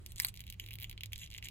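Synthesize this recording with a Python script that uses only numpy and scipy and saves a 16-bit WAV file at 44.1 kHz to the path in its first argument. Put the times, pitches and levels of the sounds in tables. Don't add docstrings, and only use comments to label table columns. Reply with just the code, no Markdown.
import sys
import numpy as np
from scipy import signal
from scipy.fft import rfft, irfft
from scipy.io import wavfile
from scipy.ndimage import uniform_filter1d

SR = 44100
rng = np.random.default_rng(int(sys.argv[2]) if len(sys.argv) > 2 else 0)


def unload_wav(signal):
    wavfile.write(
        sys.argv[1],
        SR,
        np.round(np.clip(np.atleast_2d(signal).T, -1, 1) * 32767).astype(np.int16),
    )


N = 66150
TAPS = 1024
CLICK_START_S = TAPS // 8 / SR

# (time [s], level [dB])
RASP_LEVEL = [(.3, -83), (.5, -70.5), (.57, -85), (.62, -58), (.72, -79.5), (.77, -91), (.83, -64),
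              (.87, -68), (.96, -91), (1.12, -80), (1.19, -60), (1.235, -47.5), (1.29, -81), (1.35, -64.5),
              (1.41, -82), (1.455, -47), (1.5, -77)]
# (frequency [Hz], level [dB])
RASP_TONE = [(100, -26), (1400, -13), (2200, 6.5), (3000, 7), (4000, 1.5), (4600, -18), (7000, 2),
             (8400, -13), (9600, -6), (12600, -4), (13800, -14), (16000, -21.5)]


def amp(db):
    return 10 ** (np.asarray(db) / 20)


def evened(x):
    return x / np.sqrt(np.mean(abs(x) ** 2) + 1e-20)


def read(points, hz):
    f, value = np.transpose(points)
    return np.interp(np.log(hz + 1), np.log(f + 1), value)


def level(points):
    return amp(np.interp(np.arange(N) / SR, *np.transpose(points)))


def add(mix, s, sound):
    part = mix[max(round(s * SR), 0):][:len(sound)]
    part += sound[:len(part)]


def boost(x, hz, width_hz, db):
    ringing = signal.lfilter(*signal.iirpeak(hz, hz / width_hz, SR), x)
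    return x + (amp(db) - 1) * ringing


def impulse(db):
    cepstrum = irfft(np.log(amp(db)))
    cepstrum[1:TAPS // 2] *= 2
    cepstrum[TAPS // 2 + 1:] = 0
    return irfft(np.exp(rfft(cepstrum)))


def release(bands_db, colour, ripple_db, spread_s, scatter_db, pocket_db=0):
    band_hz = [2700, 7200, 14250]
    pocket_hz, pocket_spread = 2980, 0.36
    scatter_s = 0.0028
    hz = np.fft.rfftfreq(TAPS, 1 / SR)
    t = np.arange(TAPS) / SR

    bumps = uniform_filter1d(rng.standard_normal(len(hz)), size=12)
    ripple = evened(uniform_filter1d(bumps, size=9))
    bands = read(list(zip(band_hz, bands_db)), hz)
    click = impulse(read(colour, hz) + bands + ripple_db * ripple)
    pitch_hz = pocket_hz * np.exp(pocket_spread * (2 * rng.random() - 1))
    click = boost(click, pitch_hz, width_hz=1220, db=pocket_db)

    tear = rfft(rng.standard_normal(TAPS) * np.exp(-t / spread_s))
    power = abs(tear) ** 2
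    tear /= np.sqrt(power + np.mean(power) / 20)
    scatter = rfft(rng.standard_normal(TAPS) * np.sqrt(t) * np.exp(-t / scatter_s))
    smear = evened(tear) + amp(scatter_db) * evened(scatter)
    return np.roll(irfft(rfft(click) * smear), TAPS // 8)


def friction(curve, colour, per_s, spread_db):
    size = amp(spread_db * np.minimum(rng.exponential(1, N), 3))
    signed_size = size * rng.choice([-1, 1], N)
    slips = signed_size * (rng.random(N) < per_s / SR)
    ring = impulse(read(colour, np.fft.rfftfreq(TAPS, 1 / SR)))
    return level(curve) * evened(signal.fftconvolve(slips, ring)[:N])


def rumble():
    # (frequency [Hz], level [dB per Hz])
    rumble_tone = [(12, -18), (31, 1.7), (42, -7), (66, 1), (88, -6), (125, -11), (175, -14), (250, -26),
                   (620, -38), (1400, -44), (3000, -40), (5500, -49), (15000, -57)]
    # (frequency [Hz], likeness [0-1])
    rumble_same = [(60, 0.91), (140, 1), (300, 0.17), (1000, 0.069), (8000, 0.11)]
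    hz = np.fft.rfftfreq(N, 1 / SR)
    left, other = rfft(rng.standard_normal((2, N)))
    same = np.clip(read(rumble_same, hz), 0, 1)
    right = same * left + np.sqrt(1 - same ** 2) * other
    return evened(irfft(np.array([left, right]) * amp(read(rumble_tone, hz)), N))


def hum(hz, waver_hz):
    # (time [s], level [dB])
    hum_level = [(0, -57.5), (.6, -58.5), (.69, -53.5), (.83, -51.5), (.97, -60), (1.09, -50.5),
                 (1.25, -58.5)]
    drift_hz = np.fft.rfftfreq(N, 1 / SR)
    slow = (drift_hz < 12) * (drift_hz > 0)
    drift = evened(irfft(rfft(rng.standard_normal(N)) * slow, N))
    phase = 2 * np.pi * np.cumsum(hz + waver_hz * drift) / SR
    return np.sqrt(2) * level(hum_level) * np.sin(phase)


def background():
    rumble_db, right_db = -53, 2
    both = amp(rumble_db) * rumble() + hum(hz=103.3, waver_hz=2.76)
    return both * amp([[-right_db / 2], [right_db / 2]])


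def room(x, early_db, early_s, tail_db):
    # (frequency [Hz], time [s])
    room_t60 = [(500, 0.21), (3000, 0.086), (9000, 0.022), (16000, 0.055)]
    t = np.arange(SR // 2) / SR
    early, late = rng.standard_normal((2, 2, len(t))) * (t > .001)
    early = early * np.exp(-(t / early_s) ** 2)
    hz, at, z = signal.stft(late, SR, nperseg=256)
    fade = amp(-60 * at / read(room_t60, hz)[:, None])
    tail = signal.istft(z * fade, SR, nperseg=256)[1][:, :len(t)]
    echo = amp(early_db) * early / np.linalg.norm(early[0])
    echo = echo + amp(tail_db) * tail / np.linalg.norm(tail[0])
    return signal.fftconvolve(x[None], echo, axes=1)[:, :N]


def ports(x):
    # (frequency [Hz], lag [radians])
    port_lag = [(700, 8), (1900, .5), (2840, 1.65), (3960, 1.76), (5200, 3.5), (6720, 5), (8010, 7),
                (10000, 9.5), (12400, 12.5), (15500, 17)]
    # (frequency [Hz], level [dB])
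    port_level = [(500, 10.5), (1300, 6), (2100, 0.5), (2800, 8.5), (3800, 0.5), (8000, 0)]
    hz = np.fft.rfftfreq(2 * N, 1 / SR)
    right = amp(read(port_level, hz)) * np.exp(-1j * read(port_lag, hz))
    pair = np.array([np.ones(len(hz)), right]) / np.sqrt((1 + abs(right) ** 2) / 2)
    return irfft(rfft(x, 2 * N) * pair)[:, :N]


def handling():
    # (time [s], level [dB])
    handling_level = [(0, -66), (.3, -80), (.55, -83), (.62, -73), (.9, -70), (1.27, -83.5), (1.38, -73)]
    # (frequency [Hz], level [dB])
    handling_tone = [(200, -8.5), (350, 5), (600, -11), (1500, -13.5), (6000, -48)]
    return np.array([friction(handling_level, handling_tone, per_s=600, spread_db=3) for port in range(2)])


def stick_slip(spread_db):
    slips_per_s, jitter = 230, 0.29
    draws = rng.standard_normal(size=(600, 2))
    times = np.cumsum(np.exp(jitter * draws[:, 0])) / slips_per_s
    sizes = np.clip(draws[:, 1], -2, 2)
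    out = np.zeros(N)
    for s, size in zip(times, sizes):
        jump = release([0, 0, 0], RASP_TONE, ripple_db=4.0, spread_s=0.0001, scatter_db=-13)
        add(out, s, amp(spread_db * size) * jump)
    return level(RASP_LEVEL) * evened(out)


def rasp():
    slip_db, fizz_db = -1.5, -7.5
    fizz = friction(RASP_LEVEL, RASP_TONE, per_s=1400, spread_db=4.5)
    return amp(slip_db) * stick_slip(spread_db=1.5) + amp(fizz_db) * fizz


def scrape():
    # (time [s], level [dB])
    scrape_level = [(.05, -75), (.115, -62), (.145, -81), (.198, -42.5), (.215, -53), (.23, -48),
                    (.278, -55), (.29, -45.5), (.31, -74), (.35, -99)]
    # (frequency [Hz], level [dB])
    scrape_tone = [(700, -12), (1450, -8), (2300, 0.5), (4200, 4.5), (5800, -7.5), (7500, 0), (8900, 7),
                   (11500, -1), (15500, -18.5), (16500, -35)]
    return friction(scrape_level, scrape_tone, per_s=750, spread_db=3)


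def crackle(bands):
    # (frequency [Hz], level [dB])
    crackle_tone = [(100, -36), (1550, -12), (2150, 5), (3000, 8.5), (4500, 4.5), (7000, -1.5),
                    (8200, -2.5), (11000, 1.5), (15500, -1), (16700, -21)]
    gain = amp(22.5)
    return gain * release(bands, crackle_tone, ripple_db=2, spread_s=0.00016, scatter_db=-14, pocket_db=3)


def crackles():
    # (time [s], low [dB], middle [dB], treble [dB])
    patches = [(0.0626, -51, -41.5, -44), (0.1204, -58.5, -50, -46.5), (0.1602, -63, -45, -48),
               (0.1659, -51, -57, -75), (0.1821, -53, -40, -56), (0.221, -61, -44, -34),
               (0.2691, -76, -40, -37), (0.2834, -61, -46, -50), (0.2859, -54, -39, -41),
               (0.3413, -54, -58.5, -47.5), (0.3551, -58.5, -59, -57), (0.3628, -56, -55, -54),
               (0.374, -50, -50, -55), (0.394, -51, -61, -51), (0.4055, -48.5, -43.5, -46),
               (0.4154, -55, -65, -49), (0.4391, -53.5, -64, -55), (0.4675, -54, -57, -48),
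               (0.4785, -53.5, -57.5, -64), (0.4901, -54, -71, -70), (0.501, -48, -43, -41.5),
               (0.5252, -52, -53, -45.5), (0.536, -67, -61, -54), (0.542, -56, -64, -61),
               (0.6087, -61, -70, -60), (0.6404, -47.5, -67, -52), (0.6629, -48, -55.5, -48.5),
               (.6757, -52, -61, -62), (.6874, -47.5, -64.5, -46), (.7084, -46, -54, -49),
               (0.713, -45, -75, -62), (0.7232, -49.5, -69, -52), (0.7322, -53, -51, -47),
               (.738, -49, -53, -41), (0.7553, -48.5, -54.5, -40.5), (0.7867, -46.5, -55, -51),
               (0.8004, -49.5, -62, -39.5), (0.81, -52, -62, -45), (0.8179, -47.5, -54, -48),
               (0.8257, -45.5, -55, -41), (.832, -48, -59, -35), (0.8965, -48, -47.5, -41.5),
               (0.913, -46, -55, -46.5), (0.9284, -48, -61, -57), (.9778, -46, -54.5, -70),
               (1.0085, -45.5, -53, -51), (1.0589, -48, -48, -48), (1.1207, -47.5, -80, -50),
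               (1.1242, -67, -53, -55), (1.156, -62, -58, -52), (1.1596, -46.5, -44, -64),
               (1.1798, -56, -49, -43), (1.1891, -52, -55, -52), (1.1968, -73, -44, -72),
               (1.2061, -72, -47, -67), (1.2318, -52.5, -66, -71), (1.2417, -53, -48, -62),
               (1.2618, -54, -52.5, -65), (1.2748, -54, -60, -62), (1.3032, -56, -52.5, -59),
               (1.3141, -53, -54, -57), (1.323, -51, -57, -61), (1.3313, -48.5, -59, -63),
               (1.3404, -50.5, -51, -55), (1.348, -43, -56.5, -56), (1.3559, -54, -58, -64),
               (1.3645, -48, -59, -57), (1.3794, -66, -40, -60), (1.3832, -40, -51.5, -51),
               (1.4264, -43.5, -56, -54), (1.4407, -54, -52, -60), (1.446, -62, -38.5, -53),
               (1.4499, -56, -59, -59), (1.4566, -64, -40, -53), (1.4709, -45, -64, -61),
               (1.486, -46, -45.5, -46)]
    out = np.zeros(N)
    for s, *bands in patches:
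        add(out, s - CLICK_START_S, crackle(bands))
    return out


def pops():
    # (time [s], low [dB], middle [dB], treble [dB])
    pockets = [(0.5984, -36, -43.5, -42), (0.8436, -33, -49, -45), (1.0351, -31, -43.5, -41.5),
               (1.1324, -35.5, -41.5, -36.5)]
    # (frequency [Hz], level [dB])
    pop_tone = [(100, -32), (1550, -14.5), (2150, 7), (3000, 11), (4000, 2.5), (5500, 1), (7200, 3.5),
                (8500, -4), (11000, 1.5), (15000, 4), (16500, -23)]
    pop_db, lead_s, lead_db = 20.5, 0.0014, -14.5
    out = np.zeros(N)
    for s, low, middle, treble in pockets:
        pop = release([low, middle, treble], pop_tone, ripple_db=3.14, spread_s=.00007, scatter_db=-22)
        add(out, s - CLICK_START_S, amp(pop_db) * pop)
        tick = crackle([middle + lead_db] * 3)
        add(out, s - lead_s - CLICK_START_S, tick)
    return out


def snaps():
    # (time [s], low [dB], middle [dB], treble [dB])
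    breaks = [(0.2001, -33.5, -23.5, -24.5), (0.2482, -30, -25, -14.5)]
    # (frequency [Hz], level [dB])
    snap_tones = [
        [(600, -24), (950, -0.5), (1300, -0.5), (1700, 3), (2300, 12.5), (3300, -5), (4400, 8.5), (6000, 1),
         (7000, -7), (9000, -2.5), (10500, -3), (12500, 6.5), (16000, -9)],
        [(600, -22), (1000, -7.5), (1300, 1), (1700, 0.5), (2300, 6), (3300, 0), (4300, 13), (5400, -8),
         (6800, -18), (8800, -1.5), (10500, -10), (12500, -1.5), (16000, -19)],
    ]
    out = np.zeros(N)
    for (s, *bands), tone in zip(breaks, snap_tones):
        snap = release(bands, tone, ripple_db=3.0, spread_s=0.00013, scatter_db=-23)
        add(out, s - CLICK_START_S, amp(22.5) * snap)
    return out


def scene():
    # (frequency [Hz], width [Hz], boost [dB]); 0 dB adds nothing
    rings = [(6980, 470, 3.5), (9530, 980, 3.5), (15500, 1200, 0)]
    peel = snaps() + pops() + crackles() + rasp() + scrape()
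    for ring in rings:
        peel = boost(peel, *ring)
    echoes = room(peel, early_db=-12, early_s=0.01, tail_db=-12.5)
    return ports(peel) + echoes + handling() + background()


def record(dry):
    low_pass = signal.firwin(255, 16800, window=("kaiser", 8), fs=SR)
    return signal.oaconvolve(dry, low_pass[None], "same")


dry = scene()
out = record(dry)
unload_wav(out)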